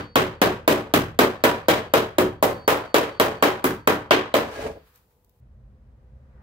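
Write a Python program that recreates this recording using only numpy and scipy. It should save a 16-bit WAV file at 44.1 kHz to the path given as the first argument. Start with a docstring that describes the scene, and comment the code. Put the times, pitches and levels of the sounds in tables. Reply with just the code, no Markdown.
"""A hammer taps four times a second on a hand-damped steel fender in a wooden garage: the sheet, the car
body and the hammer head ring, over shop air and a faint hum. The blows stop and the tool slides off the panel
as filtered grains and grit; a sleeve rustles close by as shaped noise. A splice jumps to the quiet shop:
a low rumble, then a soft rush swells. Two spaced camera microphones ride their gain down on loud blows."""
import sys
import numpy as np
from scipy import signal
from scipy.fft import rfft, irfft
from scipy.io import wavfile
from scipy.ndimage import uniform_filter1d

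SR = 44100
rng = np.random.default_rng(int(sys.argv[2]) if len(sys.argv) > 2 else 0)


def output_pcm(signal):
    """Save a mono or channel-first signal as 16-bit PCM at the path in sys.argv[1].

    Samples are clipped to [-1, 1] before scaling.
    """
    pcm = np.clip(np.atleast_2d(signal).T, -1, 1) * 32767
    wavfile.write(sys.argv[1], SR, np.round(pcm).astype(np.int16))


def voltage_ratio(level):
    """Linear amplitude factor for a level in decibels (scalar or array-like)."""
    return 10 ** (np.asarray(level, float) / 20)


N = 283122
LEAD = 8192   # samples kept ahead of the start, for the blow that falls there
SPLICE_S = 5.404


def rms_one(x):
    """Scale to unit rms."""
    return x / np.sqrt(np.mean(x ** 2) + 1e-20)


def at_hz(points, hz):
    """Read a table on a log-frequency axis."""
    points = np.array(points)
    return np.interp(np.log(hz), np.log(points[:, 0] + 1), points[:, 1])


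def bands(shape, low_hz=25, high_hz=17000):
    """Third-octave bands of noise; neighbours are unrelated."""
    white = rng.standard_normal((2, *shape))
    edges = 25 * 2 ** np.arange(0, 9.7, 1 / 3)
    for k, (low, high) in enumerate(zip(edges, edges[1:])):
        if low_hz <= high and low <= high_hz:
            band = signal.butter(2, [low, high], "band", fs=SR, output="sos")
            yield np.sqrt(low * high), signal.sosfilt(band, white[k % 2])


# Likeness of the two spaced microphones: pitch_hz, left_right_correlation
LIKENESS = [(60, 0.96), (290, 0.93), (640, .6), (1400, 0.0024), (3000, -0.0041)]


def pair(hz, mid, side):
    """Two spaced microphones hear the bass alike and the treble apart."""
    alike = np.clip(at_hz(LIKENESS, hz), -1, 1)
    return np.sqrt(1 + alike) * mid + np.sqrt(1 - alike) * side * [[1], [-1]]


def noise(spectrum, start_s=0):
    """Steady stereo noise from a given moment on, rms 1 while it lasts."""
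    first = int(start_s * SR)
    out = 0
    for hz, (mid, side) in bands((2, N - first), spectrum[0][0], spectrum[-1][0]):
        out = out + voltage_ratio(at_hz(spectrum, hz)) * pair(hz, mid, side)
    return np.pad(rms_one(out), ((0, 0), (first, 0)))


def waver(hz, width_hz):
    """A narrow band of noise around a pitch, which may move; rms 1."""
    lowpass = signal.butter(2, width_hz / 2, fs=SR, output="sos")
    slow = signal.sosfilt(lowpass, rng.standard_normal((2, N)))
    phase = 2 * np.pi * np.cumsum(hz + np.zeros(N)) / SR
    return rms_one(slow[0] * np.sin(phase) + slow[1] * np.cos(phase))


def flicker(rate_hz, depth_db):
    """Uneven gain of a chattering or slipping contact: slow noise in decibels, rms 1."""
    r = np.exp(-2 * np.pi * rate_hz / SR)
    slow = signal.lfilter([1], [1, -2 * r, r * r], rng.standard_normal(N))
    return rms_one(voltage_ratio(depth_db * rms_one(slow)))


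def ringing(modes, gains, t, rise_cycles=1e-3):
    """Dying sines, one row per row of gains; each builds up over some cycles."""
    hz, db, t60 = np.transpose(modes)[:, :, None]
    rise = 1 - np.exp(-t * hz / rise_cycles)
    return gains @ (voltage_ratio(db - 60 * t / t60) * np.sin(2 * np.pi * hz * t) * rise)


def struck_anew(modes, gains, t, rise_cycles):
    """Each mode is a cluster of close partials, shifted and weighted anew at every blow."""
    cluster, detune_per_khz, spread_db = 3, 0.022, 2.5
    hz, db, t60 = np.repeat(modes, cluster, axis=0).T
    gains = np.repeat(gains, cluster, axis=1) / np.sqrt(cluster)
    spread = detune_per_khz * np.minimum(hz / 1000, 1)   # wider for high modes, up to 1 kHz
    rows = []
    for gain, (shift, weight) in zip(gains, rng.standard_normal((len(gains), 2, len(hz)))):
        partials = np.transpose([hz * (1 + spread * shift), db + spread_db * np.tanh(weight), t60])
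        sign = np.repeat(np.sign(shift[::cluster]), cluster)
        rows.append(ringing(partials, gain * sign, t, rise_cycles))
    return np.array(rows)


# Blows on the fender: start_s, strength_db, bass_db, thump_db (near 300 Hz), clank_db (near 1.3 kHz),
# edge_db (near 3.3 kHz), sizzle_db, head_ring_db, hand_damping_db_per_s
BLOWS = [(-.1035, -10.5, 10.5, 6.5, 9, 7, 3, -50.5, 24), (0.1555, 4, 2.5, 1, 4, 3.5, 0, -61.5, 29.5),
         (0.4154, 6, 1.5, 0, 3, 1.5, 0, -77, 31.5), (0.6768, 7, -1, -1, 1.5, 0.5, 1.5, -69, 20),
         (0.9377, 3, 7.5, 3.5, 6, 4.5, 6, -73.5, 52.5), (1.1894, 11, -2.5, -1, 2.5, 0.5, 0.5, -55.5, 26),
         (1.4377, 8.5, -1.5, -3, 5, 2, 1.5, -56, 33), (1.6833, 7.5, -2, -5, 2, 3, 0, -59, 28),
         (1.9366, 7.5, -3, -3.5, 1.5, 1, -0.5, -69, 32.5), (2.183, 6.5, 0, 4, 1.5, -2.5, -1, -67.5, 77),
         (2.4256, 6.5, -2.5, -3, -1.5, -5, 0, -46.5, 36), (2.6773, 5.5, -5, -7, 3, -0.5, 1, -51, 18.5),
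         (2.9427, 7.5, -6, -4.5, 2.5, 1.5, 0.5, -48.5, 19.5),
         (3.1978, 7, -2.5, -4.5, 2.5, 0.5, 0.5, -49.5, 27), (3.4241, 6.5, -5, -1.5, 4, 1, -0.5, -60, 21),
         (3.6412, -7.5, 6.5, 7, 10, 4, 10.5, -62, 49), (3.873, 4, -0.5, 1, 7, 1, 1, -65, 41),
         (4.108, 7, -4, 1, 7, 7, -4.5, -59, 30.5), (4.3397, 4, -3.5, -3, 2, 1.5, -1, -54, 29.5)]
# Where the colours of a blow sit: pitch_hz of bass, thump, knock, clank, edge, sizzle
COLOUR_HZ = [190, 300, 550, 1300, 3300, 11000]
# Modes of the fender sheet: pitch_hz, level_db, t60_s
FENDER = [(225.2, -1, 0.37), (295.1, 3.5, 0.3), (324, -6, 0.13), (370.2, 0, 0.34), (441, -0.5, 0.37),
          (500, -2, 0.24), (555.4, -2, 0.45), (630.5, -1, 0.28), (767, -5.5, 0.37), (804, -5, 0.33),
          (983, -6, 0.41), (1070, -4.5, 0.29), (1116, -9, 0.37), (1290, -4, 0.2), (1583, -8, 0.25),
          (1760, -8, 0.27), (3260, -11.5, 0.21)]
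# Boom of the car body: pitch_hz, level_db, t60_s
SHELL = [(47.9, -7, 0.44), (78.6, 1, 0.33), (90.3, 1, 0.35), (95.9, 11.5, 0.17), (115.45, 3, 0.37),
         (156.3, 7.5, 0.25)]
# Crack of the dense sheet modes: pitch_hz, level_db (per Hz)
CLATTER = [(88, -35), (150, -4.5), (287, 0), (401, 1.5), (618, -3.5), (709, -8.5), (2220, -16), (3290, -18),
           (4870, -25.5), (9330, -31), (15500, -25), (16500, -43)]
# Decay of the crack: pitch_hz, t60_s
CLATTER_T60 = [(200, 0.039), (1000, 0.039), (5000, 0.01), (14000, 0.024)]
# Decay of rattle and reverberation: pitch_hz, t60_s
TAIL_T60 = [(150, 0.29), (300, 0.26), (1000, 0.33), (3000, 0.28), (8000, 0.23), (14000, 0.2)]


def hammer():
    """Each blow pushes the sheet, rings its modes, cracks, booms the body and leaves a diffuse tail."""
    blows = np.array(BLOWS)
    t = np.arange(SR // 2) / SR
    bass, thump, clank, edge, sizzle = blows[:, 2:7].T
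    shade = np.transpose([bass, thump, 0 * bass, clank, edge, sizzle])   # the knock follows strength alone

    def colour(hz):
        """Where the blow lands sets its colour: gains, blows x frequencies."""
        return voltage_ratio([np.interp(np.log(hz), np.log(COLOUR_HZ), row) for row in shade])

    grip_db = blows[:, 8:] * t
    sheet = struck_anew(FENDER, colour(np.array(FENDER)[:, 0]), t, rise_cycles=4.4)
    sheet = voltage_ratio(-17.0 - grip_db - 280 * t ** 2) * sheet   # the hand damps the ring ever more

    late = np.maximum(t - 0.00079, 0)   # the sheet gives way just after the first tick
    push_modes = [(319, 17.3, 0.0075), (564.4, 25.7, 0.0055), (880, 14.6, 0.0059), (1344, 5.9, .007)]
    push = ringing(push_modes, colour(np.array([297.2, 475.0, 850, 1300])), late)
    push = push * (1 - np.exp(-(late / 0.0026) ** 2))
    push[:, 146:] += voltage_ratio(-6.0) * push[:, :-146]   # first reflection, 3.3 ms late

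    boom = voltage_ratio(-27.0) * ringing(SHELL, colour(np.array(SHELL)[:, 0]), t)
    boom = boom * (1 - np.exp(-(t / 0.019) ** 2))   # builds up slowly

    crack, tail = 0, 0
    long = t[:int(.36 * SR)]
    for hz, (mid, side) in bands((2, len(blows), len(long)), 130):
        gain = voltage_ratio(at_hz(CLATTER, hz)) * colour(hz)[:, None]
        clatter = voltage_ratio(-60 * long / at_hz(CLATTER_T60, hz))
        tick = voltage_ratio(4.4 * np.log2(hz / 9000) - 1 - 60 * long / 0.0049)   # brief and bright
        crack = crack + gain * (clatter + tick) * mid
        # countless sheet modes and reflections: never the same for two blows
        decay = voltage_ratio(-60 * long / at_hz(TAIL_T60, hz)) * (1 - np.exp(-long / (0.0084 + 3.6 / hz)))
        # the noise runs backwards here, so the tail does not copy the crack
        tail = tail + gain[:, None] * decay * pair(hz, mid[:, None, ::-1], side[:, None])

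    direct = sheet + push
    direct[:, :len(long)] += voltage_ratio(13.0) * crack * (1 - np.exp(-long / 0.0011))
    thin = signal.butter(2, 170.0, "high", fs=SR, output="sos")   # a thin sheet radiates little bass
    direct = signal.sosfilt(thin, direct) + boom
    # the loose patch chatters in the tail
    starts = rng.integers(0, N - len(long), len(blows))
    chatter = flicker(119.3, depth_db=1.5)[starts[:, None] + np.arange(len(long))]
    tail = (voltage_ratio(11.5 - grip_db[:, :len(long)]) * chatter)[:, None] * tail

    out = np.zeros((3, LEAD + N + len(t)))   # direct sound, then left and right tail
    for row, near, diffuse in zip(blows, direct, tail):
        i = LEAD + round(row[0] * SR)
        out[0, i:i + len(t)] += voltage_ratio(row[1]) * near
        out[1:, i:i + len(long)] += voltage_ratio(row[1]) * diffuse
    return out[0, :LEAD + N], out[1:, LEAD:LEAD + N]


# Decay of the wooden garage: pitch_hz, t60_s
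ROOM_T60 = [(60, 0.37), (300, 0.22), (1000, 0.22), (3000, 0.29), (8000, 0.18), (14000, 0.16)]


def garage(x):
    """Direct sound, a little late on the left, and one fixed diffuse tail that dies band by band."""
    t = np.arange(int(.6 * SR)) / SR
    tail = 0
    for hz, (mid, side) in bands((2, len(t))):
        tail = tail + pair(hz, mid, side) * voltage_ratio(-60 * t / at_hz(ROOM_T60, hz))
    echo = voltage_ratio(-35.0) * tail * (1 - np.exp(-t / 0.002))
    echo[0, 11] += 1   # left microphone, 11 samples late
    echo[1, 0] += 1
    return signal.fftconvolve(x[None], echo, axes=1)[:, :len(x)]


def hammer_head():
    """The hardened head sings on; each blow stops and restarts it, and laying the tool down damps it."""
    head_hz, t60_s, laid_s = 4500, 1.7, 4.7
    s, ring_db = np.array(BLOWS)[:, 0], np.array(BLOWS)[:, 7]
    t = np.arange(N) / SR
    k = np.searchsorted(s, t) - 1   # latest blow
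    level_db = ring_db[k] - 60 * (t - s[k]) / t60_s - 60 * np.maximum(t - laid_s, 0)
    return voltage_ratio(level_db) * np.sin(2 * np.pi * head_hz * t - [[.8], [0]])


def after_splice():
    """Crossfade of 8 ms that ends at the splice: 0 before, 1 after."""
    return np.clip((np.arange(N) / SR - SPLICE_S) * 125 + 1, 0, 1)


# Shop air before the splice: pitch_hz, level_db (per Hz, relative)
AIR = [(18, -34.5), (45, 6), (85, 4.5), (404, -17), (476, -4), (527, -15), (1040, -14), (1150, -23.5),
       (4000, -31.5), (5200, -56)]


def shop_air():
    """Quiet air, steady coloured noise, until the splice."""
    return (1 - after_splice()) * voltage_ratio(-64) * noise(AIR)


# Faint wavering hum: start_s, pitch_hz, level_db
HUM = [(0, 490, -56), (5.39, 492.8, -77.5), (5.4, 517.5, -83), (6.2, 517, -69.5)]


def hum():
    """A faint tone, a narrow band of noise, that drifts in pitch and level."""
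    s, hz, db = np.transpose(HUM)
    t = np.arange(N) / SR
    return voltage_ratio(np.interp(t, s, db)) * waver(np.interp(t, s, hz), width_hz=32)


# Tool dragged off, level in the panel: start_s, level_db
SLIDE = [(4.44, -25), (4.488, -43), (4.59, -38.5), (4.63, -33), (4.664, -27), (4.68, -45), (4.712, -31.5),
         (4.725, -55), (4.775, -44.5), (4.79, -58), (4.86, -63)]
# Colour of the grit: pitch_hz, level_db (per Hz, relative)
GRIT = [(410, -33), (700, -4), (1360, -4), (1610, -15), (1860, -5), (2960, -12.5), (15000, -31.5),
        (15900, -27), (16500, -58)]


def slide():
    """Dense uneven grains of steel on steel ring the damped sheet; the rest is grit with a faint squeal."""
    grit_start_s, lift_s = 4.44, 4.668   # the grit swells until the tool lifts
    grit_db, rise_db_per_s, grit_t60_s = -36, 31, 0.24
    time = np.arange(N) / SR
    s, db = np.transpose(SLIDE)
    s = np.r_[s[0] - .008, s, s[-1] + .008]   # fades in and out within 8 ms
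    panel = np.interp(time, s, np.r_[0, voltage_ratio(db), 0])

    grains = rng.standard_normal(N) * voltage_ratio(2.7 * rng.exponential(1, N)) * flicker(43.0, depth_db=4.0)
    t = np.arange(SR // 8) / SR
    near = voltage_ratio(-26.0 * np.abs(np.log2(np.array(FENDER)[:, 0] / 490)))   # mostly the modes near 500 Hz
    damped = [(hz, db, 0.24 * t60) for hz, db, t60 in FENDER]
    body = ringing(damped, near, t) * (1 - np.exp(-t / 0.00047))
    body += voltage_ratio(-31.5) * ringing(SHELL, np.array(SHELL)[:, 0] / 100, t)   # the car body rumbles along
    scrape = panel * rms_one(signal.fftconvolve(grains, body)[:N])

    since = time - lift_s
    swell = voltage_ratio(grit_db + np.minimum(rise_db_per_s * since, -60 * since / grit_t60_s))
    swell = swell * (since > grit_start_s - lift_s)
    squeal = voltage_ratio(-10.5) * waver(1650, width_hz=50)
    grit = swell * flicker(35.0, depth_db=1.5) * (noise(GRIT, start_s=4.4) + squeal)
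    return scrape, grit


# Colour of the crisp cloth: pitch_hz, level_db (per Hz, relative)
RUSTLE_TONE = [(2350, -32), (4000, -7), (9850, -7), (14500, 0), (16200, -7), (16500, -33)]
# Fabric snaps: start_s, level_db
TICKS = [(4.959, -53), (4.976, -57), (5.246, -55), (5.295, -58)]
# Sleeve strokes, each peaking at its start_s: start_s, length_s, crisp_db, dull_db
BRUSHES = [(4.748, 0.11, -78, -59), (4.875, 0.069, -69.5, -69.5), (4.954, 0.04, -65, -66),
           (5.11, 0.028, -79, -78)]


def sleeve():
    """Cloth brushing close by: strokes that swell and fade over a faint rustle, with a few dry snaps."""
    t = np.arange(N) / SR
    s, length, crisp_db, dull_db = np.transpose(BRUSHES)[:, :, None]
    stroke = np.exp(np.minimum((t - s) / (.3 * length), (s - t) / length))   # swells faster than it fades
    crisp = (voltage_ratio(crisp_db) * stroke).sum(axis=0) + voltage_ratio(-77) * (t < SPLICE_S)   # faint steady rustle
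    dull = (voltage_ratio(dull_db) * stroke).sum(axis=0)
    snaps = np.zeros(N)
    for start_s, level_db in TICKS:
        snaps[round(start_s * SR)] = voltage_ratio(level_db)
    snaps = signal.lfilter([1], [1, -np.exp(-1 / (0.0015 * SR))], snaps)   # die over 1.5 ms
    dull_tone = [(700, -7.0), (1200, 1.0), (4500, -12.0), (6000, -35)]
    return (crisp + snaps) * noise(RUSTLE_TONE, start_s=4.6) + dull * noise(dull_tone, start_s=4.6)


# Shop after the splice: pitch_hz, level_db (per Hz, relative)
RUMBLE = [(15, -36), (25, -2), (59, 2.5), (99, -1.5), (130, -3), (166, -34), (206, -2), (285, -38),
          (363, -25.5), (405, -30), (531, -28), (695, -33), (988, -38), (2350, -49.5), (16000, -71)]
# Wavering tones in the rumble: pitch_hz, level_db (relative)
DRONE = [(60, -0.5), (128, -4), (205, -13.5)]


def shop_rumble():
    """After the splice a rumble with wavering tones, slowly rising air and a soft rush that swells last."""
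    t = np.arange(N) / SR
    low = noise([p for p in RUMBLE if p[0] < 330] + [(400, -60)], start_s=5.4)
    low = voltage_ratio(-0.5) * low
    for hz, db in DRONE:
        low = low + voltage_ratio(db) * waver(hz, width_hz=16.0)
    air = noise([(280, -60)] + [p for p in RUMBLE if p[0] >= 330], start_s=5.3)
    air_gain = voltage_ratio(-70 + 3.5 * (t - SPLICE_S))   # dB per second
    rush = noise([(500, -18), (800, 1.0), (1700, -2), (3500, -32)], start_s=3.5)
    rush_gain = voltage_ratio(-80) + voltage_ratio(-64 + 85 * (t - 6.43))   # steady part, plus a swell in dB per second
    after = voltage_ratio(-53) * low + air_gain * air + rush_gain * rush
    after[1] = np.roll(after[1], 8)   # late on the right: these sounds come from the left
    return after_splice() * after


def scene():
    """Hammer and slide in the garage, sleeve close by, shop air around."""
    struck, tail = hammer()
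    scrape, grit = slide()
    struck[LEAD:] += scrape
    in_garage = garage(struck)[:, LEAD:] + tail + hammer_head() + grit
    return in_garage + sleeve() + shop_air() + hum() + shop_rumble()


def low_pass(x):
    """Removes everything above the highest recorded frequency."""
    return signal.sosfilt(signal.butter(12, 16990, fs=SR, output="sos"), x)


# Microphone balance: pitch_hz, level_db (left minus right)
BALANCE_DB = [(60, 0), (700, .5), (2400, 0.5), (8000, -1), (15000, 4)]


def record(dry):
    """The camera's microphones differ by band; a compressor ducks loud blows and lets go over the tail."""
    hz = np.fft.rfftfreq(N, 1 / SR) + 1
    balance = voltage_ratio(at_hz(BALANCE_DB, hz) * np.array([[.5], [-.5]]))
    x = irfft(rfft(dry) * balance, N)
    x = signal.sosfilt(signal.ellip(10, .5, 55, 15750, fs=SR, output="sos"), x)   # treble cut
    x = x + voltage_ratio(-89.5) * rng.standard_normal(x.shape)   # microphone hiss

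    level_db = 10 * np.log10(uniform_filter1d(np.mean(x ** 2, axis=0), size=128).clip(1e-12))
    fall = 110 * np.arange(N) / SR   # release, dB per second
    held_db = np.maximum.accumulate(level_db + fall) - fall
    over_db = np.maximum(held_db + 21.5, 0)   # threshold -21.5 dB
    r = np.exp(-1 / (0.0035 * SR))   # attack in s, slow enough to let the first swing through
    x = x * voltage_ratio(-.6 * signal.lfilter([1 - r], [1, -r], over_db))

    x = 0.92 * np.tanh(x / 0.89)   # soft overload
    mix = signal.sosfilt(signal.butter(6, 36.0, "high", fs=SR, output="sos"), x)   # bass cut
    return low_pass(mix)


dry = scene()
out = record(dry)
output_pcm(out)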